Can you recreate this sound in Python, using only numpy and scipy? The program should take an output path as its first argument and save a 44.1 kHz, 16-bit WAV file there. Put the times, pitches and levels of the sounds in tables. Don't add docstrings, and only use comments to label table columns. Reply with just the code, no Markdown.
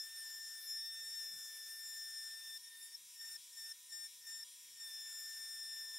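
import sys
import numpy as np
from scipy import signal
from scipy.fft import rfft, irfft
from scipy.io import wavfile
from scipy.ndimage import uniform_filter1d

SR = 44100
rng = np.random.default_rng(int(sys.argv[2]) if len(sys.argv) > 2 else 0)


def to_wav(sig):
    pcm = np.clip(np.atleast_2d(sig), -1, 1) * 32767
    pcm = np.round(pcm).astype(np.int16)
    wavfile.write(sys.argv[1], SR, pcm.T)


N = 263718
MOTOR_HZ = 498.9
TOP_HZ = 15720

# (frequency [Hz], density [dB per Hz])
FAN_HISS = [(30, -140), (130, -128), (330, -129), (750, -125), (1300, -117), (2400, -105.5), (3800, -103.5),
            (4500, -106), (5600, -103), (9400, -101), (10500, -105), (11700, -103), (14200, -109),
            (15600, -108)]
# (touch [s], catch [s], lift [s], flare of the third partial at the slip [dB])
BIT_STROKES = [(-0.5, -0.4, 2.576, 0), (2.58, 2.625, 2.956, 6), (3.14, 3.205, 3.366, 5),
               (3.514, 3.568, 3.724, 6), (3.878, 3.918, 4.068, 0), (4.2, 4.263, 4.436, 6),
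               (4.728, 4.797, 6.3, 0)]


def undb(db):
    return 10 ** (np.asarray(db) / 20)


def curves(table):
    s, *columns = np.transpose(table)
    t = np.arange(N) / SR
    return [np.interp(t, s, column) for column in columns]


def walk(rate):
    k = max(int(SR / rate), 1)
    steps = np.repeat(rng.standard_normal(N // k + 1), k)
    smooth = uniform_filter1d(uniform_filter1d(steps, k), k)
    return 1.25 * smooth[:N]


def shape(points):
    hz, value = np.transpose(points)
    bin_hz = np.arange(N // 2 + 1) * SR / N
    return np.interp(np.log(bin_hz + 1), np.log(hz), value)


def noise(points, apart_hz=13000, apart_max=0.25):
    mid, side = rfft(rng.standard_normal((2, N))) * undb(shape(points)) * np.sqrt(SR / 2)
    bin_hz = np.arange(N // 2 + 1) * SR / N
    apart = apart_max * np.minimum(bin_hz / apart_hz, 1) ** 2
    return irfft(mid + np.array([[1], [-1]]) * apart * side, N)


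def turning(hz):
    return 2 * np.pi * (np.cumsum(hz) / SR + rng.random())


def tone(phase, db):
    return np.sqrt(2) * undb(db) * np.sin(phase)


def partial(whirl, db, order):
    return tone(order * whirl + 2 * np.pi * rng.random(), db)


def bench(contact, rumble_db=-8, loose_db=4, uneven_db=5.5, bump_s=0.076):
    # (frequency [Hz], density [dB per Hz])
    rumble = [(30, -138), (75, -130), (125, -116), (165, -121), (230, -118), (330, -131), (700, -142)]
    # (time [s], rise [dB])
    bumps = [(1.02, 9), (1.29, 16), (1.42, 11), (1.72, 6), (2.47, 12), (2.78, 8), (3.16, 4), (3.28, 10)]
    t = np.arange(N) / SR
    bumps_db = sum(db * np.exp(-((t - s) / bump_s) ** 2) for s, db in bumps)
    level_db = rumble_db + loose_db * (1 - contact) + bumps_db + uneven_db * walk(20)
    return noise(rumble) * undb(level_db)


def motor(shaft, hum_db=1.16, flutter_db=-2.5, smear=0.2, gust_db=0.5):
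    # (time [s], shaft tone level [dB], its octave level [dB])
    hum_levels = [(0, -92, -98), (.28, -99, -90.5), (.7, -91.5, -92.5), (1.33, -86, -90.5),
                  (2.1, -97, -93.5), (2.5, -96.5, -87), (4.85, -94, -88.5), (5.38, -97, -90.5),
                  (5.98, -90, -81.5)]
    # (multiple of the shaft rate, level [dB])
    commutator = [(7, -83), (13, -87.5), (17, -88), (19, -73), (26, -78)]
    hum = sum(tone((k + 1) * shaft, db + hum_db + walk(11)) for k, db in enumerate(curves(hum_levels)))
    tones = sum(tone(round(k) * shaft + smear * walk(27), db + flutter_db * walk(6)) for k, db in commutator)
    hiss = noise(FAN_HISS) * undb(gust_db * walk(15))
    return hum + tones + hiss


def scraping(contact, growth=0.93, grain_db=1, surge_db=0.5):
    # (frequency [Hz], density [dB per Hz])
    scrape_colour = [(300, -130), (700, -122), (900, -113), (1200, -116), (1550, -104), (2000, -122),
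                     (4400, -111), (5200, -95.5), (6000, -100), (7200, -104), (8500, -99), (10000, -105),
                     (13200, -105), (15600, -113)]
    # (time [s], level [dB])
    effort_table = [(0.01, 1), (0.28, 2.7), (0.81, 0.4), (1.26, 2.3), (2.38, 1.7), (2.45, -1.5),
                    (3.29, 1.6), (5.06, 0.7), (5.11, 3.5), (5.96, -1.3)]
    effort_db, = curves(effort_table)
    level_db = effort_db + grain_db * walk(500) + surge_db * walk(35)
    return noise(scrape_colour) * contact ** growth * undb(level_db)


def rattle(shaft, contact, rattle_db=0, flutter_db=2, swell_db=1.0, tick_db=-4):
    # (frequency [Hz], level [dB])
    spindle_tones = [(1830, -87), (2331, -85.5), (3160, -82.5), (3327, -75), (3494, -79.5), (3661, -80.5),
                     (3828, -74), (3993, -78.5), (4160, -87.5), (4326, -84.5), (4823, -84), (4990, -77),
                     (5152, -78), (5324, -82), (5486, -68), (5658, -70.5), (5820, -74.5), (5992, -76),
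                     (6148, -83.5), (6320, -77.5), (6988, -93.5), (7149, -70.5), (7483, -73), (7650, -79),
                     (7784, -79.5), (8990, -86.5), (9157, -67.5), (9308, -72), (9475, -77), (9641, -74),
                     (11445, -75), (12823, -83.5)]
    cycle = shaft / 3
    step_hz = MOTOR_HZ / 3
    lines = 0
    for hz, db in spindle_tones:
        scatter = 2 * np.pi * rng.random() + .35 * walk(40) + .3 * walk(step_hz)
        lines += tone(round(hz / step_hz) * cycle + scatter, db + flutter_db * walk(14))
    since_knock = cycle / (2 * np.pi) % 1
    puffs = np.exp(-since_knock / 0.33) * noise(FAN_HISS)
    knocking = lines * undb(rattle_db + swell_db * walk(9)) + undb(tick_db) * puffs
    return (1 - contact) ** 2 * knocking


def strokes():
    release_s = 0.005
    fresh_peak_db, fresh_s = 4.5, 0.046
    graze_share, catch_s = 0.6, 0.0087
    t = np.arange(N) / SR
    bite, fresh_db = 0, 0
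    for touch, catch, lift, _ in BIT_STROKES:
        grazing = np.clip((t - touch) / (catch - touch), 0, 1)
        caught = np.clip((t - catch) / catch_s, 0, 1)
        held = np.exp(-np.maximum(t - lift, 0) / release_s)
        bite = bite + held * (graze_share * grazing + (1 - graze_share) * caught)
        settling = np.exp(-np.maximum(t - catch, 0) / fresh_s)
        fresh_db = fresh_db + fresh_peak_db * held * caught * settling
    return np.clip(bite, 0, 1), fresh_db


def whine(shaft, hz, sag_hz, contact, fresh_db, slip_hz=19, slip_s=0.005, tremble_db=1.21, stutter_db=7,
          wander_db=3, flutter_db=3, heavy_sag_hz=45, ease_hz=2, lifted_db=-9, sing_db=4, sing_sag_hz=39,
          sing_width_hz=7):
    # (multiple of the chatter, base level in contact [dB], level of the part that stays
    # when lifted [dB], power of the contact it grows with, change under heavy pressure [dB],
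    # share of the fresh bite's accent, wander [dB])
    main_partials = [(1, -62, -82.5, 1.07, -2, 1, 0.92), (2, -63, -84.5, 1.57, 0.5, 0.92, 0.1),
                     (3, -52, -74.5, 0.87, -1, 0.33, 0.62), (4, -58, -82, 1.3, -1, 1.3, 2),
                     (5, -60.5, -79, 1.24, -10.5, 1.4, 3)]
    # (multiple of the chatter, share [dB], change under heavy pressure [dB],
    # change per unit of light touch, which is at most 0.25 [dB])
    overtones = [(6, -5.5, 2.5, 38), (7, -1, -6, -22), (8, -6, -6.5, -24)]
    # (multiple of the chatter, multiple of the shaft rate,
    # base level in full contact [dB], change under heavy pressure [dB])
    mixes = [(1, 1, -87, 6), (2, 3, -78.5, 5.5), (3, 1, -85.5, 20.5), (4, 1, -84.5, -1), (4, -1, -89, -1),
             (5, 1, -72.5, -3.5), (5, -1, -83, 3), (6, 1, -76, 2.5), (6, -1, -82, 0), (7, 1, -73, 2.5),
             (7, -1, -86, 6.5), (8, -1, -85, 7)]
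    # (time [s], level [dB])
    octave = [(0.01, -0.3), (0.56, -6.5), (0.58, 0.5), (0.76, -3), (0.83, 4), (1.83, -1.5), (2.4, 0.3),
              (2.5, 6), (3.32, -2.5), (4.83, -5), (4.86, 4.5), (5.38, -3.5), (5.41, 1.2), (5.96, 2.5)]
    # (time [s], level [dB])
    ring = [(0.01, 6), (0.08, -8.5), (0.21, -1.6), (0.51, -1), (0.63, -5.5), (0.71, 7), (1.03, -0.5),
            (1.13, 6), (1.51, -2.5), (2.25, 2), (2.38, -4.5), (2.65, 1.5), (2.78, -27), (2.83, -7),
            (2.9, -9), (2.93, 5.5), (3.3, -0.4), (3.64, -0.7), (4.87, 0.2), (4.89, -14), (4.92, 0),
            (5.96, 2.0)]
    # (time [s], fifth minus fourth [dB])
    shrill = [(0.01, -7), (0.21, 16), (0.28, -14), (0.66, 17), (0.68, -4), (0.88, 20), (1.01, -4),
              (1.26, 2), (1.68, 3.5), (1.78, 17), (1.86, -12), (2.23, 8.5), (2.3, -2.1), (2.35, 17),
              (2.43, 7), (4.83, -6.5), (4.88, 13), (5.13, -9), (5.58, 4.5), (5.96, 0)]
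    # (time [s], level [dB])
    bright = [(0, 1), (0.6, 2.5), (0.72, 7), (0.82, -8), (1.2, 4.5), (1.6, 1.5), (1.77, 4.5), (2.35, -4.5),
              (2.75, 5.5), (4.85, -4.5), (4.92, -9), (5.15, 0.5), (5.5, 0), (5.7, -6), (5.98, -2)]
    t = np.arange(N) / SR

    pressed = 1 / (1 + np.exp((heavy_sag_hz - sag_hz) / ease_hz))
    light = contact * (1 - contact)
    unsteady_db = tremble_db + stutter_db * light
    shrill_db, = curves(shrill)
    fourth_db = -10 * np.log10(1 + undb(shrill_db) ** 2)
    singing_db = sing_db * np.exp(-((sag_hz - sing_sag_hz) / sing_width_hz) ** 2)
    swells_db = [singing_db, curves(octave)[0], curves(ring)[0], fourth_db, fourth_db + shrill_db]

    for _, _, lift, flare_db in BIT_STROKES:
        slip = np.exp(-((t - lift) / slip_s + 1) ** 2)
        hz = hz - slip_hz * slip
        swells_db[0] = swells_db[0] + flare_db * slip / 2
        swells_db[2] = swells_db[2] + flare_db * slip
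    whirl = turning(hz + .9 * walk(60) + 2 * walk(600))

    out = 0
    for (k, db, idle_db, growth, heavy_db, accent, drift_db), swell_db in zip(main_partials, swells_db):
        loaded_db = db + swell_db + heavy_db * pressed + accent * fresh_db
        size = undb(idle_db) + contact ** growth * undb(loaded_db)
        wobble_db = drift_db * walk(22.005) + unsteady_db * walk(85)
        out += size * partial(whirl, wobble_db, order=round(k))

    upper_db = -79 + 0.3185 * sag_hz + curves(bright)[0] + fresh_db
    for k, db, heavy_db, light_db in overtones:
        share_db = db + heavy_db * pressed + light_db * light + lifted_db * (1 - contact) ** 4
        wobble_db = wander_db * walk(22) + unsteady_db * walk(85)
        out += partial(whirl, upper_db + share_db + wobble_db, order=round(k))

    for k, m, db, heavy_db in mixes:
        level_db = db + heavy_db * pressed + flutter_db * walk(23)
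        out += contact * tone(round(k) * whirl + round(m) * shaft, level_db)
    return out


def patchy(sound, depth_db, rate, count=16):
    edges = np.r_[0, np.geomspace(700, TOP_HZ, count), SR]
    band = np.digitize(np.arange(N // 2 + 1) * SR / N, edges)
    spectrum = rfft(sound)
    return sum(irfft(spectrum * (band == k), N) * undb(depth_db * walk(rate)) for k in np.unique(band))


def ports(sound):
    # (frequency [Hz], left minus right [dB], left lags by [radians])
    port_gaps = [(1800, 0, 0), (3600, .7, .11), (5400, 3.1, .29), (6300, 1.3, .6), (7200, 1.2, 1.0),
                 (9000, 1.4, 1.0), (10700, 2.9, 1.04), (12500, 4.5, 1.29), (14300, 6, 1.55)]
    hz, db, lag = np.transpose(port_gaps)
    ratio = undb(shape(np.c_[hz, db]) / 2) * np.exp(-.5j * shape(np.c_[hz, lag]))
    pair = np.array([ratio, 1 / ratio])
    return irfft(rfft(sound) * pair / abs(pair.mean(axis=0)), N)


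def scene():
    # (time [s], frequency [Hz])
    loaded_pitch = [(0.01, 1772.6), (0.11, 1801.3), (0.28, 1787.2), (0.58, 1794.1), (0.61, 1781.2),
                    (0.73, 1780.1), (0.81, 1803.5), (1.03, 1797.3), (1.13, 1808.9), (1.28, 1781.1),
                    (1.66, 1780.5), (1.71, 1790.6), (2.3, 1788.0), (2.38, 1797.7), (2.55, 1788.6),
                    (2.63, 1822.3), (2.83, 1810.0), (2.93, 1819.8), (3.25, 1807.2), (3.96, 1801.2),
                    (4.82, 1808.3), (4.92, 1779.3), (5.39, 1791.3), (5.96, 1785.4)]
    full_sag_hz = 26
    shaft = turning(MOTOR_HZ + .35 * walk(8))
    free_hz = MOTOR_HZ * 11 / 3
    bite, fresh_db = strokes()
    sag_hz = bite * (free_hz - curves(loaded_pitch)[0])
    contact = np.clip(sag_hz / full_sag_hz, 0, 1)

    background = patchy(motor(shaft) + scraping(contact), depth_db=1.72, rate=25) + bench(contact)
    spindle = whine(shaft, free_hz - sag_hz, sag_hz, contact, fresh_db) + rattle(shaft, contact)
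    return ports(spindle) + background


def record(dry):
    low_pass = signal.ellip(12, .1, 80, TOP_HZ, fs=SR, output="sos")
    return signal.sosfilt(low_pass, dry)


dry = scene()
out = record(dry)
to_wav(out)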